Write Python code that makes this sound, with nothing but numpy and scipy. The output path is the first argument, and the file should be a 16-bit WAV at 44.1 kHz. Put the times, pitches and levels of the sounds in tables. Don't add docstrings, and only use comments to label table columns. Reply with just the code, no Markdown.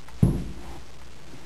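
import sys
import numpy as np
from scipy import signal
from scipy.fft import irfft
from scipy.io import wavfile

SR = 44100
rng = np.random.default_rng(int(sys.argv[2]) if len(sys.argv) > 2 else 0)


def log_audio(samples):
    frames = np.atleast_2d(samples).T
    limited = np.clip(frames, -1, 1)
    pcm = np.round(limited * 32767).astype(np.int16)
    wavfile.write(sys.argv[1], SR, pcm)


N = 63945

# (frequency [Hz], relative density [dB])
SLAP_SPECTRUM = [(150, -7.5), (430, -4.5), (780, -4), (1030, 1.5), (1280, -12.5), (2400, -11), (4500, -22)]
# (frequency [Hz], level [dB], t60 [s])
CLACK_MODES = [(421.3, -17.5, .04), (643, -25.5, .035), (1036, -29, .04)]
# (frequency [Hz], relative level [dB], t60 [s])
FLOOR_ROOM_MODES = [(50.97, -22.5, 1.0), (78, -31, 1.0), (118, -23.5, .5), (135.6, -20, .66),
                    (155.1, -26.5, .7), (180.5, -29, 0.76), (189.2, -24, 0.82), (231.6, -27, .63),
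                    (266.1, -33.5, .9), (287.9, -28.5, .55), (337.3, -27, .65), (360.5, -37.5, .65),
                    (420.8, -43.5, .6), (612.3, -44.5, 0.54)]
# (frequency [Hz], relative density [dB])
BOOM_SPECTRUM = [(25, -8), (45, -4), (95, -8), (140, 1), (230, -3), (380, -4), (500, -15), (750, -25),
                 (1250, -37.5)]
# (frequency [Hz], relative density [dB])
ECHO_SPECTRUM = [(350, -8), (450, 1), (620, -3), (760, -6.5), (1000, -4), (1200, -18), (3000, -31.5)]
# (time [s], body level [dB], tick level [dB],
# t60 [s])
TAP_AND_KNOCK_CUES = [(.083, -55.5, -40, 0.048), (0.35, -28, -68, 0.17), (1.014, -45, -46.5, 0.057),
                      (1.329, -34, -55, .1)]
# (frequency [Hz], relative density [dB])
BODY_SPECTRUM = [(50, -19.5), (140, 1.5), (200, -2.5), (330, -13), (700, -23.5), (1500, -41.5)]
# (frequency [Hz], relative density [dB])
TICK_SPECTRUM = [(300, -11), (650, -4), (920, -6.5), (1300, -3), (2000, -5.5), (4000, -19)]
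# (frequency [Hz], relative level [dB], t60 [s])
TICK_MODES = [(878, 0.5, 0.078), (1033, -1, 0.057), (1363, -8, .04)]
# (start [s], length [s], rumble level [dB], rub level [dB], scratch level [dB])
SCUFFLE_CUES = [(.185, .04, -61.5, -53.5, -50.5), (0.361, .03, -53.5, -57.5, -49.5),
                (0.552, 0.048, -45, -59.5, -67), (0.606, .16, -44.5, -48, -56.5),
                (1.248, .21, -51.5, -62.5, -62)]
# (frequency [Hz], relative density [dB])
RUMBLE_SPECTRUM = [(40, -10.5), (90, -8.5), (130, 3), (230, -5), (320, 2.5), (450, -13), (700, -26)]
# (frequency [Hz], relative density [dB])
RUB_SPECTRUM = [(350, -10.5), (600, -7.5), (830, 1), (1020, -5.5), (1300, -14.5), (2500, -25)]
# (frequency [Hz], relative density [dB])
SCRATCH_SPECTRUM = [(900, -15), (1900, 0.5), (2900, -2), (4500, -10)]
# (time [s], level [dB])
HUM_FADER = [(0, -57.5), (0.139, -46), (0.648, -45.5), (.92, -49.5), (1.221, -56.5), (1.45, -52.5)]
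# (frequency [Hz], relative density [dB])
ROOM_SPECTRUM = [(15, 1), (35, -7), (90, -5), (135, 4), (250, -9), (360, -6), (500, -11), (900, -14),
                 (1500, -22), (5000, -35)]
# (frequency [Hz], relative density [dB])
SMOOTH_HISS_SPECTRUM = [(300, 2), (2000, 0.5), (5000, -8), (9000, -9.5), (11000, -18.5), (12500, -12)]

FAST_RISE_S = .0018


def stamp(at=.227):
    heave_hz, heave_peak_s, heave_width_s = 149.2, .0064, .0046
    room_rise_s = .0089
    age = since(at)
    from_peak = age - heave_peak_s
    heave_envelope = np.exp(-(from_peak / heave_width_s) ** 2) * np.minimum(age / FAST_RISE_S, 1)
    heave = -undb(-4.5) * np.cos(2 * np.pi * heave_hz * from_peak) * heave_envelope
    slap = undb(-34) * noise(SLAP_SPECTRUM) * hit_envelope(at, FAST_RISE_S, t60=.055)
    clack = struck_modes(CLACK_MODES, at, FAST_RISE_S)
    ring = undb(.5) * struck_modes(FLOOR_ROOM_MODES, at, rise=.012)
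    boom = undb(-26.5) * noise(BOOM_SPECTRUM) * hit_envelope(at, room_rise_s, t60=.74)
    echo = undb(-33.5) * noise(ECHO_SPECTRUM) * hit_envelope(at, room_rise_s, t60=.5)
    return heave + slap + clack + ring + boom + echo


def taps_and_knock():
    out = np.zeros(N)
    for at, body_db, tick_db, t60 in TAP_AND_KNOCK_CUES:
        envelope = hit_envelope(at, FAST_RISE_S, t60)
        tick = noise(TICK_SPECTRUM) * envelope + struck_modes(TICK_MODES, at, FAST_RISE_S)
        body = noise(BODY_SPECTRUM) * envelope
        out += undb(body_db) * body + undb(tick_db) * tick
    return out


def scuffles(attack_s=.025, release_s=.025):
    out = np.zeros(N)
    for at, length, rumble_db, rub_db, scratch_db in SCUFFLE_CUES:
        envelope = np.minimum(since(at) / attack_s, 1) * np.exp(-since(at + length) / release_s)
        rumble = undb(rumble_db) * noise(RUMBLE_SPECTRUM)
        rub = undb(rub_db) * noise(RUB_SPECTRUM)
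        scratch = undb(scratch_db) * noise(SCRATCH_SPECTRUM)
        out += envelope * (rumble + rub + scratch)
    return out


def hum(pitch_hz=60.15, waver_db=2.5, waver_hz=7):
    waver = noise([(1, 0), (waver_hz, 0)])
    level_db = np.interp(since(0), *np.array(HUM_FADER).T) + waver_db * waver
    return np.sqrt(2) * np.sin(2 * np.pi * pitch_hz * since(0)) * undb(level_db)


def room_tone(room_db=-52, hiss_db=-61.5):
    return undb(room_db) * noise(ROOM_SPECTRUM) + undb(hiss_db) * rng.standard_normal(N)


def struck_modes(modes, start, rise):
    age = since(start)
    return sum((-1) ** k * undb(db) * np.sin(2 * np.pi * hz * age) * hit_envelope(start, rise, t60)
               for k, (hz, db, t60) in enumerate(modes))


def hit_envelope(start, rise, t60):
    age = since(start)
    return (1 - np.exp(-age / rise)) * np.exp(-np.log(1000) * age / t60)


def noise(spectrum):
    hz, db = np.array(spectrum, float).T
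    bins_hz = np.maximum(np.arange(N // 2 + 1) * SR / N, 1)
    eq = undb(np.interp(np.log(bins_hz), np.log(hz), db))
    roll_off = np.minimum(bins_hz / hz[0], 1) * np.minimum(hz[-1] / bins_hz, 1) ** 2
    random_phases = np.exp(2j * np.pi * rng.random(len(bins_hz)))
    shaped = irfft(eq * roll_off * random_phases, N)
    return shaped / shaped.std()


def since(start):
    return np.maximum(np.arange(N) / SR - start, 0)


def undb(db):
    return 10 ** (np.asarray(db) / 20)


def scene():
    return (stamp() + taps_and_knock() + scuffles() + hum() + room_tone())[None]


def record(dry):
    hold_samples, step, bias = 4, 1 / 128, -.0183
    smooth_hiss_db, cutoff_hz = -62, 12700
    crushed = np.round((dry[:, ::hold_samples] + bias) / step) * step
    held = np.repeat(crushed, hold_samples, axis=1)[:, :N]
    smooth_hiss = undb(smooth_hiss_db) * noise(SMOOTH_HISS_SPECTRUM)
    low_pass = signal.ellip(10, .1, 80, cutoff_hz, fs=SR, output="sos")
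    return signal.sosfilt(low_pass, held + smooth_hiss - bias) + bias


dry = scene()
out = record(dry)
log_audio(out)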